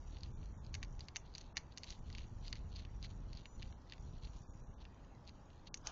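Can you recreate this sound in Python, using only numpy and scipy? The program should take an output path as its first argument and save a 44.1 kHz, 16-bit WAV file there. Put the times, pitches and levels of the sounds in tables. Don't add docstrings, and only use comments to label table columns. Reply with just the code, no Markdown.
import sys
import numpy as np
from scipy import signal
from scipy.fft import rfft, irfft, next_fast_len
from scipy.io import wavfile
from scipy.ndimage import uniform_filter1d, minimum_filter1d, map_coordinates

SR = 44100
rng = np.random.default_rng(int(sys.argv[2]) if len(sys.argv) > 2 else 0)


def store_pcm(level_fs):
    pcm = np.round(np.clip(level_fs, -1, 1) * 32767).astype(np.int16)
    wavfile.write(sys.argv[1], SR, np.atleast_2d(pcm).T)


def ratio_of_db(decibels):
    return 10 ** (np.asarray(decibels, float) / 20)


N = 260631
TIME_S = np.arange(N) / SR

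# frequency in Hz, level in dB per Hz.
NIGHT_SPECTRUM = [(8.8, -29.5), (15, 0), (63, -3), (114, -9.5), (264, -18), (411, -23.5), (674, -25.5),
                  (748, -27), (830, -23), (2180, -42), (2750, -43.5), (5860, -49), (7600, -46.5),
                  (9880, -88), (16700, -120)]
# start in seconds, end in seconds, share of time high (0-1).
PREAMP_BURSTS = [(0, 1.038, .45), (1.907, 1.915, 1), (1.988, 2.003, 1), (2.005, 3.435, .45),
                 (3.577, 3.716, .4), (3.996, 4.005, 1), (4.009, 4.183, .35), (4.233, 4.237, 1),
                 (4.25, 4.272, .5), (4.294, 4.299, 1), (4.353, 4.362, 1), (4.409, 4.412, 1),
                 (4.49, 4.497, 1), (4.551, 4.554, 1), (4.614, 4.627, 1), (4.683, 4.693, 1),
                 (4.696, 4.702, 1)]
# time in seconds, level in dB.
SHUFFLE_LEVEL = [
    (5.81, -84.5),
    (5.85, -62),
    (5.875, -51),
    (5.91, -61),
]
# frequency in Hz, level in dB per Hz.
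LITTER_SPECTRUM = [(240, -54.5), (400, -12), (825, 2), (1680, -5), (2170, -29.5), (2310, -8.5), (5870, -14),
                   (7500, -28), (9750, -76), (16500, -120)]
# time in seconds, pitch in Hz, level in dB.
SQUEAK_PATH = [
    (3.45, 5960, -70.5),
    (3.562, 6000, -71.5),
    (3.574, 6000, -83),
    (3.578, 6000, -96),
    (3.585, 6187, -88),
]
# middle in seconds, half length in seconds, level in dB.
SCRAPES = [
    (1.028, 0.024, -73),
    (1.9, 0.073, -66.5),
    (2.47, 0.046, -70),
    (5.872, .045, -65.5),
]
# middle in seconds, half length in seconds, level in dB.
CHEWS = [(.13, 0.065, -73), (0.24, 0.065, -73.5), (0.433, 0.037, -74), (0.668, 0.034, -75),
         (1.015, 0.023, -65.5), (1.268, 0.02, -69), (1.402, 0.076, -68.5), (1.727, 0.011, -67.5),
         (1.864, 0.029, -74), (1.909, 0.042, -63), (2.098, 0.043, -71), (2.193, 0.04, -62),
         (2.458, 0.029, -62), (2.568, 0.047, -69.5), (2.763, 0.043, -64), (2.802, 0.036, -65),
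         (3.045, 0.019, -58.5), (3.104, 0.026, -69.5), (3.37, 0.087, -70), (3.639, 0.063, -70),
         (3.916, 0.041, -71), (4.065, 0.028, -75), (4.167, 0.033, -71.5), (4.257, 0.034, -68.5),
         (4.358, 0.037, -75.5), (4.814, 0.017, -68.5), (5.284, 0.016, -63.5), (5.565, 0.045, -73.5),
         (5.675, 0.013, -63)]
# time in seconds, peak in dB, tilt in dB per body, jaw share in dB.
SPLITS = [(.742, -28.5, 0.5, -9), (0.7514, -30.5, -2.5, -9), (.829, -28, -3, -24), (.8342, -38.5, -1.5, -6),
          (0.8477, -46.5, 1, -4), (0.9933, -42, 1.5, -13), (1.0847, -36.5, -2.5, 2), (1.1596, -25.5, 0, -9),
          (1.166, -22, 4, -31), (1.3567, -40, -0.5, -5), (1.3812, -36, 4, -1.5), (1.4118, -42.5, 4.5, -4.5),
          (1.5695, -18, 0, -15), (1.5765, -26.5, -0.5, 0), (1.7749, -33, 0.5, 2), (1.781, -34, 2, -8),
          (1.8418, -36, 1, -10), (1.9043, -37.5, 3.5, -3), (2.1013, -43.5, -4, -1),
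          (2.183, -35, -1.5, -9.5), (2.5279, -32.5, -3.5, 7), (2.555, -43, -1.5, -4), (3.046, -43, -5.5, 6),
          (5.7424, -26, 3.5, -12.5), (5.8707, -25, 6, -14)]
# time in seconds, peak in dB, tilt in dB per body.
MOLAR_CRACKS = [(.1848, -48, -1), (.2074, -50.5, 7), (.2334, -33, -1.5), (.6475, -49, -4),
                (.6652, -49, 1.5), (1.0069, -35.5, 1), (1.339, -48, 3), (1.3509, -33, 0),
                (1.7222, -48.5, -3), (1.834, -28.5, -1), (2.1275, -40.5, 1), (2.1777, -44, -1),
                (2.4518, -47, -5), (2.456, -48, 0), (2.469, -45, 1), (2.4739, -41.5, -6), (2.4803, -34, -1),
                (2.7565, -46, -1), (2.761, -37, 1), (2.7662, -41, 0), (3.0274, -36.5, 1), (3.0663, -50, -5),
                (3.3311, -38, -3), (3.3507, -45, -4), (3.3726, -42, 5.5), (3.898, -41.5, -5),
                (4.251, -42.5, -3), (5.276, -44, 3), (5.2932, -44, -4), (5.6718, -44.5, -1)]
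# time in seconds, peak in dB, tilt in dB per body.
DISH_NUDGES = [(.169, -44, 0.5), (.2598, -49, 4.5), (.4294, -53, -4), (1.925, -37, 5), (2.1501, -34, 2),
               (2.2082, -50, -6), (2.2415, -55, -4), (2.5337, -44, 0), (2.5632, -46.5, -4),
               (2.7995, -48, -1), (2.8505, -44.5, -2.5), (3.4561, -41.5, -5.5), (3.623, -38, 2),
               (3.6275, -33.5, 2), (3.6389, -56, 3), (3.6552, -54, 1), (3.6778, -51, 6), (3.726, -53, -10),
               (3.9224, -33, -2), (3.9348, -41.5, -0.5), (3.9807, -54.5, -7), (4.2718, -47, 1),
               (4.3337, -52, 5), (4.8232, -57, 3), (4.8524, -44, -0.5), (5.2871, -45, 0), (5.503, -52.5, 4),
               (5.532, -58, 4)]
# time in seconds, peak in dB, tilt in dB per body.
TOOTH_CLACKS = [
    (.4575, -50.5, 0),
    (.749, -32.5, 2),
    (1.898, -50, 5),
    (5.7735, -42.5, 1.5),
]
SPLIT_SHARE_DB = (-8, -7.5, -7)
# centre in Hz, width in Hz, level in dB.
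SNAP_BANDS = [(1700, 2100, 0), (2950, 1500, 1), (4450, 1500, 1), (6100, 2200, -1)]
# centre in Hz, width in Hz, level in dB.
DISH_MODES = [(830, 250, -5), (1150, 250, -4), (1600, 300, -5), (1900, 350, 0), (2300, 300, 0)]
# centre in Hz, width in Hz, level in dB.
RIM_MODES = [(2830, 300, 0), (3230, 250, -4), (3550, 250, -5)]
# centre in Hz, width in Hz, level in dB.
JAW_MODES = [(4200, 350, -2), (4500, 400, 0), (4850, 350, -4)]
# centre in Hz, width in Hz, level in dB.
TOOTH_MODES = [(5680, 450, -1), (6340, 450, 0), (6750, 350, -3)]
# frequency in Hz, t60 in seconds.
SHELTER_T60 = [(800, 0.46), (2600, 0.12), (7000, 0.16)]
# start in seconds, end in seconds, share muted (0-1).
LEAN_STRETCHES = [(.01, 0.063, .4), (0.319, 0.37, .7), (.525, 0.618, .45), (.86, 1.14, .08),
                  (1.996, 2.02, .4), (3.47, 3.596, .25), (3.71, 3.772, 0.35), (4.424, 4.534, .7),
                  (4.61, 4.732, .45), (4.734, 4.78, 0.89), (5.686, 5.739, 1), (5.77, 5.86, .25)]
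# frequency in Hz, gain in dB.
CAMERA_BAND = [(8, -22), (20, -2.5), (6600, 0), (7000, -5.5), (7400, -11), (7800, -22), (8200, -50.5),
               (9000, -80)]


def unit(x):
    return x / np.sqrt(np.mean(x ** 2) + 1e-20)


def along(points, hz):
    f, v = np.transpose(points)
    return np.interp(np.log(hz + 1), np.log(f + 1), v)


def curves(rows):
    s, *cols = np.transpose(rows)
    return [np.interp(TIME_S, s, c) for c in cols]


def swells(rows):
    return sum(ratio_of_db(db) * np.exp(-((TIME_S - s) / half_s) ** 2) for s, half_s, db in rows)


def wobble(rate_hz):
    knots = rng.standard_normal(int(N * rate_hz / SR) + 4)
    return unit(map_coordinates(knots, [np.arange(N) * rate_hz / SR]))


def filtered(x, response):
    m = next_fast_len(N + SR // 2)
    return irfft(rfft(x, m) * response(np.fft.rfftfreq(m, 1 / SR)), m)[..., :N]


def ringing(modes):
    def response(f):
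        total = 0
        for k, (centre_hz, width_hz, db) in enumerate(modes):
            damping = 1j * f * width_hz
            total = total + (-1) ** k * ratio_of_db(db) * damping / (centre_hz ** 2 - f * f + damping)
        return total
    return response


def coloured(spectrum):
    return unit(filtered(rng.standard_normal(N), lambda hz: ratio_of_db(along(spectrum, hz))))


def grains(rate_hz, spread_db):
    hit = rng.random(N) < rate_hz / SR
    sizes = ratio_of_db(spread_db * np.minimum(rng.exponential(size=N), 2.5)) * rng.choice([-1, 1], N)
    return unit(hit * sizes) + .5 * rng.standard_normal(N)


def night():
    return ratio_of_db(-54 + 0.16 * wobble(3.6)) * coloured(NIGHT_SPECTRUM)


def preamp_flicker():
    share_high = np.zeros(N)
    for start_s, end_s, high in PREAMP_BURSTS:
        share_high[(TIME_S >= start_s) & (TIME_S < end_s)] = high
    hop_times = np.cumsum(rng.gamma(3, 1 / 3, N // 50)) * SR / 210
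    draw = hop_times.searchsorted(np.arange(N))
    state = rng.random(N // 50 + 1)[draw] < share_high
    sag_hz, round_hz = 22, 165
    shape = lambda hz: 1j * hz / (sag_hz + 1j * hz) / (1 + 1j * hz / round_hz) ** 2
    return ratio_of_db(-37.0) * filtered(state * 1., shape)


def preamp_busy():
    bridge_s, fade_s = 0.069, .08
    hopping = sum((TIME_S >= start) & (TIME_S < end) for start, end, _ in PREAMP_BURSTS) > 0
    bridged = -minimum_filter1d(-1. * hopping, int(bridge_s * SR))
    return uniform_filter1d(bridged, int(fade_s * SR))


def preamp_fizz():
    rest_db, busy_rise_db = -94, 14
    bands = ringing([(5735, 200, -4.5), (7000, 360, -6.5)])
    sway_db = 2 * wobble(4) + 2.5 * wobble(20)
    level_db = rest_db + busy_rise_db * preamp_busy() + sway_db
    return ratio_of_db(level_db) * unit(filtered(grains(300, spread_db=4.0), bands))


def litter_shuffle():
    return ratio_of_db(curves(SHUFFLE_LEVEL)[0] + 1.7 * wobble(60)) * coloured(LITTER_SPECTRUM)


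def tooth_squeak():
    hz, db = curves(SQUEAK_PATH)
    edge_s = np.minimum(TIME_S - SQUEAK_PATH[0][0], SQUEAK_PATH[-1][0] - TIME_S)
    swell = np.clip(edge_s / 0.012, 0, 1)
    whistle = lambda ratio: np.sin(2 * np.pi * np.cumsum(ratio * hz + 50 * wobble(76)) / SR)
    return swell * ratio_of_db(db - 2.5 + 2.5 * wobble(70)) * (whistle(1) + ratio_of_db(3) * whistle(1.15))


def snout_scraping():
    glaze = ringing([(3460, 2000, -3), (5700, 1500, 0), (7600, 1000, 1)])
    roughness = ratio_of_db(2.5 * wobble(70))
    return swells(SCRAPES) * roughness * unit(filtered(grains(900, spread_db=3.5), glaze))


def grinding():
    crumbs = ringing([(3130, 1500, -2.5), (4334, 500, 2.5), (6000, 880, -11)])
    bite = ratio_of_db(2.5 * wobble(50))
    return swells(CHEWS) * bite * unit(filtered(grains(270, spread_db=2.0), crumbs))


def crack_rows():
    molar_db, nudge_db, clack_db = (-22, -12.5, -0.5, -24), (-9, -1, -12.5, -27), (-13.5, -12, -11, -3)
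    step = np.arange(4) - 1.5
    rows = [(s, db, np.insert(SPLIT_SHARE_DB, 2, jaw_db) + tilt * step) for s, db, tilt, jaw_db in SPLITS]
    for table, shares_db in ((MOLAR_CRACKS, molar_db), (DISH_NUDGES, nudge_db), (TOOTH_CLACKS, clack_db)):
        rows += [(s, db, shares_db + tilt * step) for s, db, tilt in table]
    tick_first_s, tick_every_s, tick_db, tick_scatter_db = .0296, .1024, -59, 2
    for s in np.arange(tick_first_s, N / SR, tick_every_s):
        rows.append((s, tick_db + tick_scatter_db * rng.standard_normal(), np.array(clack_db)))
    scatter_db = 1.5
    return [(s, db, shares_db + scatter_db * rng.standard_normal(4)) for s, db, shares_db in rows]


def shelter_tail(size):
    hz, t, z = signal.stft(rng.standard_normal(size), SR, nperseg=128)
    decay = ratio_of_db(-60 * t / along(SHELTER_T60, hz)[:, None])
    tail = signal.istft(z * decay, SR, nperseg=128)[1][:size]
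    return tail / np.linalg.norm(tail)


def cracks():
    size, lead = SR // 8, SR // 80
    snaps, rings, t = np.zeros((4, N)), np.zeros((4, N + size)), np.arange(size) / SR
    for s, db, shares_db in crack_rows():
        at, gains = round(s * SR), ratio_of_db(db + shares_db)
        ring = ratio_of_db(1.2 - 60 * t / .02) * rng.standard_normal(size) * np.clip(t / .0005, 0, 1)
        ring += ratio_of_db(8) * shelter_tail(size) * np.clip(t / .002, 0, 1)
        snaps[:, at] += gains
        rings[:, at:at + size] += gains[:, None] * ring
        rings[:, at - lead:at] += gains[:, None] * ratio_of_db(-24.5) * rng.standard_normal(lead)
    snaps = ratio_of_db(14) * np.roll(snaps, SR // 2500, axis=1)
    snaps = snaps + .5 * np.roll(snaps, 20, axis=1) + .25 * np.roll(snaps, 47, axis=1)
    total = 0
    bodies = (DISH_MODES, RIM_MODES, JAW_MODES, TOOTH_MODES)
    for snap, ring, broad, modes in zip(snaps, rings, SNAP_BANDS, bodies):
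        total = total + filtered(snap, lambda hz: np.abs(ringing([broad])(hz)) ** 2)
        total = total + filtered(ring[:N], ringing(modes))
    return total


def scene():
    background = night() + preamp_flicker() + preamp_fizz() + litter_shuffle()
    eating = tooth_squeak() + snout_scraping() + grinding() + cracks()
    return (background + eating)[None]


def blur(v, tall, long):
    return uniform_filter1d(uniform_filter1d(v, tall, 0), long, 1)


def treble_muting(x):
    hz, t, z = signal.stft(x, SR, nperseg=512, noverlap=384)
    hz = hz[:, None]
    blobs = unit(blur(rng.standard_normal(z.shape[1:]), 4, 6))
    streaks = unit(blur(rng.standard_normal(z.shape[1:]), 3, 30))
    frame_s, frame_first_s, wake_s = .064, .058, .011
    frame = ((t + frame_s - frame_first_s) // frame_s).astype(int)
    bands = rng.random((len(hz), frame[-1] + 1))[(8 * np.log(hz + 1)).astype(int), frame]
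    quiet = blur(np.abs(z[0]), 5, 9) < ratio_of_db(-91)
    lean, saving = np.zeros((2, len(t)))
    for start_s, end_s, share_muted in LEAN_STRETCHES:
        lean[(t > start_s) & (t < end_s)] = share_muted
    save_from_db, save_over_db = -38, 20
    for s, db, *_ in SPLITS:
        start_s = s - (s - frame_first_s) % frame_s
        ahead = (t > start_s) & (t < s - wake_s)
        saving = np.maximum(saving, ahead * (max(db - save_from_db, 0) / save_over_db) ** 2)
    treble, below_fizz = hz > 1750, hz < 5550
    lean_share = lean * (below_fizz | (lean > .9))
    share = treble * np.maximum(lean_share, saving * (quiet | (saving > 1)))
    patchy = (share < .35) | (saving > lean)
    rank = np.where(patchy, .5 + .5 * np.tanh(.85 * blobs), bands)
    shaded = (np.abs(hz - 5100) < 150) * (t < PREAMP_BURSTS[3][1])
    thin = (streaks > 1.5 - 1.6 * shaded) & quiet & treble & below_fizz
    muted = (rank < share) | thin
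    warble = ratio_of_db(-(2.5 * streaks + 2 * blobs) * quiet * (hz > 1500))
    return signal.istft(z * np.where(muted, .04, warble), SR, nperseg=512, noverlap=384)[1][:, :N]


def top_cut(x):
    return signal.sosfilt(signal.butter(12, 8200, fs=SR, output="sos"), x)


def record(dry):
    mix = filtered(treble_muting(dry), lambda hz: ratio_of_db(along(CAMERA_BAND, hz)))
    return top_cut(mix)


dry = scene()
out = record(dry)
store_pcm(out)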